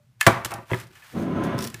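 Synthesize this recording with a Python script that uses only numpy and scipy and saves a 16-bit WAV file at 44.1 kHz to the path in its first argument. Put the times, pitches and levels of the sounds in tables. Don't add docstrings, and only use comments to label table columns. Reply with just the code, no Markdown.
import sys
import numpy as np
from scipy import signal
from scipy.fft import rfft, irfft
from scipy.io import wavfile
from scipy.ndimage import uniform_filter1d

SR = 44100
rng = np.random.default_rng(int(sys.argv[2]) if len(sys.argv) > 2 else 0)


def volts_from_decibels(level):
    exponent = np.asarray(level, float) / 20
    return 10 ** exponent


def output_pcm(signal):
    pcm = np.clip(np.atleast_2d(signal).T, -1, 1) * 32767
    wavfile.write(sys.argv[1], SR, np.round(pcm).astype(np.int16))


N = 79380

MODE_SPREAD_DB, DETUNE = 1.5, 0.006


def evened(x):
    return x / np.sqrt(np.mean(x ** 2) + 1e-20)


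def read(points, hz):
    f, value = np.transpose(points)
    return np.interp(np.log(hz + 1), np.log(f + 1), value)


def curve(points):
    s, db = np.transpose(points)
    return volts_from_decibels(np.interp(np.arange(N) / SR, s, db))


def colour(x, points):
    spectrum_db = np.maximum(read(points, np.fft.rfftfreq(4096, 1 / SR)), -100)
    cepstrum = irfft(np.log(volts_from_decibels(spectrum_db)))
    cepstrum[1:2048] *= 2
    cepstrum[2049:] = 0
    taps = irfft(np.exp(rfft(cepstrum)))
    return signal.oaconvolve(x, taps / np.linalg.norm(taps))[:len(x)]


def ring(x, modes, spread_db=0, detune=0):
    t = np.arange(SR // 4) / SR
    off = rng.standard_normal((len(modes), 2)) * (spread_db, detune)
    body = np.zeros(len(t))
    for k, (hz, db, t60) in enumerate(modes):
        decay = volts_from_decibels(db + off[k, 0] - 60 * t / t60)
        body += (-1) ** k * decay * np.sin(2 * np.pi * hz * (1 + off[k, 1]) * t)
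    return signal.oaconvolve(x, body / np.linalg.norm(body))[:len(x)]


def grains(per_s, spread_db, count=N):
    size = volts_from_decibels(spread_db * np.minimum(rng.exponential(1, count), 5)) * rng.choice([-1., 1.], count)
    return evened(size * (rng.random(count) < per_s / SR))


def add(mix, s, sound):
    part = mix[round(s * SR):][:len(sound)]
    part += sound[:len(part)]


def contact(per_s, length):
    t = np.arange(SR // 4) / SR
    force = grains(per_s, 2.54, count=len(t)) + 1.77 * (t == 0)
    return force, np.exp(-t / length), t


def steel(rows, modes, tint):
    ticks, rings = np.zeros((2, N))
    for s, tick_db, ring_db, length in rows:
        force, shape, t = contact(12000, length)
        add(ticks, s, volts_from_decibels(tick_db) * force * shape)
        add(rings, s, volts_from_decibels(ring_db + 4.5) * ring(force * shape, modes, MODE_SPREAD_DB, DETUNE))
    low_cut = signal.butter(4, 1020, "high", fs=SR, output="sos")
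    return signal.sosfilt(low_cut, colour(ticks, tint) + rings)


def air():
    # f/Hz, level/dB per Hz
    hum = [(15, -76.5), (25, -25.5), (91, -23), (122, -10), (160, -26.5), (210, -29), (320, -44.5),
           (1410, -46), (15500, -59)]
    # f/Hz, level/dB, t60/s
    hz, db, t60 = (590, -61.5, 0.2)
    t = np.arange(N) / SR
    noise = evened(colour(rng.standard_normal(N + 4096), hum)[4096:])
    return volts_from_decibels(-59) * noise + volts_from_decibels(db - 60 * t / t60) * np.sin(2 * np.pi * hz * t)


def paper():
    # t/s, level/dB
    rustle = [(.2, -59), (.22, -40), (.3, -42), (.43, -58.5), (.47, -45.5), (.56, -51), (.65, -64.5),
              (.71, -45.5), (.82, -44), (.87, -63), (.97, -53.5), (1.1, -51), (1.23, -49), (1.28, -60),
              (1.574, -55.5), (1.583, -39.5), (1.68, -42), (1.695, -51.5)]
    # f/Hz, level/dB per Hz
    fibre = [(180, -61), (300, -21.5), (1000, -8), (1700, -4.5), (2700, -10), (6000, -17), (15500, -21.5)]
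    clumps = volts_from_decibels(evened(uniform_filter1d(rng.standard_normal(N), 500)))
    still = [(0.17, -120)]
    return colour(grains(3700, -3) * clumps * curve(still + rustle), fibre)


def arm():
    # t/s, tick level/dB, ring level/dB, decay time/s
    clicks = [(.206, -34, -54, 0.0025), (0.2103, -13, -16, 0.0038), (0.2275, -29, -29.5, 0.0034),
              (.266, -8.5, -58, 0.0071), (0.269, -8, -31, 0.0024), (0.448, -23, -65, 0.0084),
              (0.459, -25.5, -30, 0.0016), (.508, -33.5, -66, 0.0036), (.5172, -33, -60, 0.0036),
              (0.539, -29, -60, 0.0039), (0.7075, -36.5, -49, 0.0012), (.744, -35.5, -39.5, 0.0049),
              (0.799, -37, -53, 0.0044), (0.813, -43, -46, 0.0027), (0.869, -50.5, -69, 0.0074),
              (.7148, -45, -43, 0.013), (.7333, -41, -27.5, 0.0026), (.954, -49, -49.5, 0.0083),
              (1.02, -70, -48.5, 0.011), (1.7005, -36, -77, 0.0037), (1.7425, -36, -25, 0.00049),
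              (1.7435, -28.5, -49, 0.003)]
    # f/Hz, level/dB, t60/s
    arm_modes = [(950, -8, .012), (1600, -5, .02), (1740, 0, .05), (2090, -5, .015), (2260, -5, .025),
                 (2560, -5, .025), (3150, -8, .015)]
    # f/Hz, level/dB per Hz
    tick = [(400, -62.5), (800, -2), (2300, -4), (3800, -7.5), (9200, -9), (12500, -12), (15500, -16)]
    return steel(clicks, arm_modes, tick)


def base():
    # t/s, slab level/dB, shell level/dB, contact time/s
    knocks = [(.266, -9.5, -8.5, 0.0058), (.279, -36, -18.5, 0.0015), (0.287, -16, -32, 0.0011),
              (0.3, -39, -24.5, 0.0039), (0.319, -55, -40, 0.0045), (.355, -65, -36.5, 0.01),
              (0.402, -42, -49, 0.034), (0.454, -34, -36, 0.004), (0.502, -45, -43.5, 0.0081),
              (.513, -42.5, -36, 0.011), (0.54, -36.5, -46, 0.025), (.558, -60, -59, 0.0044),
              (.582, -39.5, -47, 0.0077), (0.621, -47, -53, 0.008), (.698, -52, -42, 0.0075),
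              (0.74, -38, -37.5, 0.0057), (0.779, -69, -65, 0.0051), (0.834, -48, -78.5, 0.0054),
              (0.899, -52, -75, 0.006), (1.14, -35.5, -70, 0.0037), (1.7403, -39, -60, 0.003),
              (1.776, -49, -78, 0.0051)]
    # f/Hz, level/dB, t60/s
    slab = [(105.8, -17, 0.34), (116.1, -2.5, 0.15), (170, -8, 0.075), (228.7, -4.5, 0.05), (315, -10, 0.1),
            (353, -1, 0.08), (383, -8.5, 0.075), (463, -10, 0.036)]
    # f/Hz, level/dB, t60/s
    shell = [(557, 1, 0.062), (570, -3.5, 0.072), (674, 2, 0.093), (807, -1, 0.054), (992.4, 2, 0.057),
             (1040, 4, 0.03), (1168, -4.5, 0.12), (1247, -1, 0.052), (1380, -6, 0.057), (1495, -0.5, .04),
             (1822, -8.5, 0.065), (2085, -3.5, 0.0386), (2300, -13.5, 0.085), (2693, 0, .02)]
    # f/Hz, level/dB per Hz
    clack_tint = [(150, -9), (400, -3.5), (1000, 7.5), (2200, -2.5), (3500, -12), (5000, -19.5),
                  (16000, -28)]
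    push_s, push_gain = 0.00051, 0.91
    slab_chatter, shell_chatter, blow_db = 0.1, 0.42, 16.5
    rattle_s, rattle_db = 0.051, -16.5
    thump_hz, thump_db = 38.5, -8.5
    out, push, clack = np.zeros((3, N))
    for s, slab_db, shell_db, length in knocks:
        force, shape, t = contact(4000, length)
        soft = min(length / 0.0082, 1) ** 2
        shape = shape * (1 - soft * np.exp(-t / length))
        slab_force = slab_chatter * force * shape + push_gain * np.exp(-t / push_s)
        add(out, s, volts_from_decibels(slab_db + 3.5) * ring(slab_force, slab, MODE_SPREAD_DB, DETUNE))
        blow = (1 - soft) * volts_from_decibels(blow_db) * (t == 0) + (shell_chatter + soft) * force * shape
        dull = 0.743 * soft
        force, blow = signal.lfilter([np.sqrt(1 - dull ** 2)], [1, -dull], [force, blow])
        add(out, s, volts_from_decibels(shell_db + 8) * ring(blow, shell, MODE_SPREAD_DB, DETUNE))
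        rattle = volts_from_decibels(rattle_db) * (1 - soft) * np.exp(-t / rattle_s)
        add(clack, s, volts_from_decibels(shell_db + 7.5) * force * (shape + rattle))
        add(push, s, volts_from_decibels(slab_db + thump_db) * shape)
    thump_band = signal.butter(2, [thump_hz / 2, thump_hz * 2], "band", fs=SR, output="sos")
    return out + colour(clack, clack_tint) + signal.sosfilt(thump_band, push)


def heel():
    # t/s, slab level/dB, heel level/dB, contact time/s
    thuds = [
        (.7150, -38, -28.5, 0.00011),
        (.7165, -17.5, -44, 0.0015),
        (.7333, -33.5, -23, 0.00046),
        (0.7343, -24, -39, 0.00061),
        (.7445, -35, -29, 0.00048),
    ]
    # f/Hz, level/dB, t60/s
    pressed = [(118.3, -3.5, 0.089), (182, -5.5, 0.043), (241, -7.5, 0.051), (373.2, 0.5, 0.074),
               (524.4, -6.5, 0.11), (660, -3, 0.027)]
    # f/Hz, level/dB, t60/s
    heel_modes = [(926, 2, 0.012), (1280, -8, 0.016), (1642, -5, 0.041), (2020, 0.5, 0.017),
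                  (2560, -2, 0.0075), (3370, -8, 0.012)]
    out, t = np.zeros(N), np.arange(SR // 4) / SR
    for s, slab_db, heel_db, length in thuds:
        blow = np.exp(-t / length) / (length * SR)
        add(out, s, volts_from_decibels(slab_db + 32.5) * ring(-blow, pressed))
        add(out, s, volts_from_decibels(heel_db + 23.5) * ring(1. * (t == 0), heel_modes, MODE_SPREAD_DB, DETUNE))
    return out


def drag():
    # t/s, rumble level/dB, grit relative to rumble/dB
    strokes = [
        (1.12, -57, -35),
        (1.15, -29, -19.5),
        (1.19, -28, -19.5),
        (1.36, -28.5, -16),
        (1.47, -27, -12),
        (1.58, -30.5, -12.5),
        (1.66, -36, -14.5),
        (1.69, -47.5, -29),
        (1.8, -60, -29),
    ]
    # f/Hz, level/dB, t60/s
    sliding = [(95, -6, .08), (125, -2, .09), (172, -3, .1), (202, -6, .1), (228, 0, .12), (252, -9, .08)]
    # f/Hz, level/dB, t60/s
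    sliding_high = [(290, -7, .08), (337, 0, .1), (365, -1, .1), (392, -1, .1), (480, -9, .05), (560, -5, .1),
                    (657, -9, .08), (700, -10, .08)]
    # f/Hz, level/dB, t60/s
    buzz = [(876, -11, .06), (910, -7.5, 0.055), (1023.6, -4, 0.12), (1150, -8, .05), (1298, -3.5, 0.053),
            (1460, -3.5, 0.025), (1630, -3.5, 0.026), (1930, -12, 0.047), (2190, -11.5, 0.036)]
    # f/Hz, level/dB per Hz
    scrape = [(29, -66), (60, -41), (103, -21.5), (227, 0.5), (377, -9.5), (425, -14), (900, -22.5),
              (1170, -27), (1980, -65)]
    # f/Hz, level/dB per Hz
    grit_tint = [(410, -37.5), (700, -6.5), (742, -16.5), (3400, -27), (5140, -43.5), (6180, -43),
                 (7000, -55), (9100, -50), (15400, -120)]
    # f/Hz, t60/s, level re rumble/dB, gain at the jolt/dB
    sing = [(6400, .02, -37, 2), (9750, .02, -46, 5), (10900, .012, -54, 26), (12500, .015, -54, 24)]
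    lumps = evened(uniform_filter1d(rng.standard_normal(N), 900))
    flicker = evened(uniform_filter1d(rng.standard_normal(N), 2500))
    rest = [(1.08, -120)]
    level = curve(rest + [(s, rumble_db) for s, rumble_db, _ in strokes])
    grit = curve(rest + [(s, rumble_db + grit_db) for s, rumble_db, grit_db in strokes])
    high_level = level * (grit / level) ** 0.38
    slips = evened(grains(3000, 0.5) * volts_from_decibels(2.54 * lumps))
    hiss = rng.standard_normal(N)

    out = ring(slips * level, sliding)
    out += volts_from_decibels(1.5) * ring(slips * high_level, sliding_high)
    out += volts_from_decibels(4) * ring(slips * grit, buzz)
    out += volts_from_decibels(-2) * colour(hiss * level, scrape)
    out += volts_from_decibels(1) * colour(grains(5500, 1.2) * grit, grit_tint)

    since = np.arange(N) / SR - 1.4365
    jolt = (since > 0) * np.exp(-abs(since) / 0.04)
    moving = level * volts_from_decibels(4 * flicker)
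    for hz, t60, db, up_db in sing:
        out += ring(volts_from_decibels(db + up_db * jolt) * moving * hiss, [(hz, 0, t60)])
    return out


def spring():
    # t/s, tick level/dB, ring level/dB, decay time/s
    snaps = [(1.4365, -43, -80, 0.02), (1.469, -46, -67, 0.0012), (1.581, -41, -56, 0.0033),
             (1.5892, -26, -33, 0.0016), (1.6071, -33, -35, 0.0033), (1.619, -36, -60, .002),
             (1.624, -30, -57, 0.0063), (1.634, -32, -41, 0.0013), (1.641, -30, -55, 0.0063),
             (1.648, -32, -53, .004), (1.657, -47, -55, 0.0025), (1.665, -38, -57, 0.0041),
             (1.6725, -21.5, -48, 0.0004), (1.6735, -28, -44, 0.0024), (1.682, -36, -60, .002)]
    # f/Hz, level/dB, t60/s
    spring_modes = [(4300, -8, .004), (5400, 0, .006), (6100, -2, .006)]
    # f/Hz, level/dB per Hz
    snap_tint = [(1470, -50), (2500, 0.5), (3720, -0.5), (5700, 1), (12600, -6), (15500, -4)]
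    return steel(snaps, spring_modes, snap_tint)


def room(x):
    # f/Hz, t60/s
    decay_times = [(150, 0.45), (1000, 0.41), (3000, 0.31), (8000, 0.21), (15000, 0.16)]
    shifts_per_s = 14
    taps = rng.standard_normal((3, SR // 2)) * (np.arange(SR // 2) > 200)
    hz, t, z = signal.stft(taps, SR, nperseg=256)
    decay = volts_from_decibels(-60 * t / read(decay_times, hz)[:, None])
    tails = signal.istft(z * decay, SR, nperseg=256)[1]
    wet = signal.oaconvolve(x[None], tails / np.linalg.norm(tails[0]), axes=1)[:, :N]
    phase = shifts_per_s * np.arange(N) / SR + np.arange(3)[:, None] / 3
    turn = np.sqrt(2 / 3) * np.cos(np.pi * phase)
    return (turn * wet).sum(0)


def scene():
    near = paper() + arm() + base() + heel() + drag() + spring()
    return (near + volts_from_decibels(-16) * room(near) + air())[None]


def roll_off(x):
    return signal.sosfilt(signal.butter(12, 16450, fs=SR, output="sos"), x)


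def record(dry):
    ceiling, knee = 0.82, 4
    dry = signal.sosfilt(signal.butter(2, 55, "high", fs=SR, output="sos"), dry)
    x = dry / (1 + abs(dry / ceiling) ** knee) ** (1 / knee)
    band_limit = signal.firwin(255, 15400, window=("kaiser", 6), fs=SR)
    x = signal.oaconvolve(x, band_limit[None], "same")
    return roll_off(x)


dry = scene()
out = record(dry)
output_pcm(out)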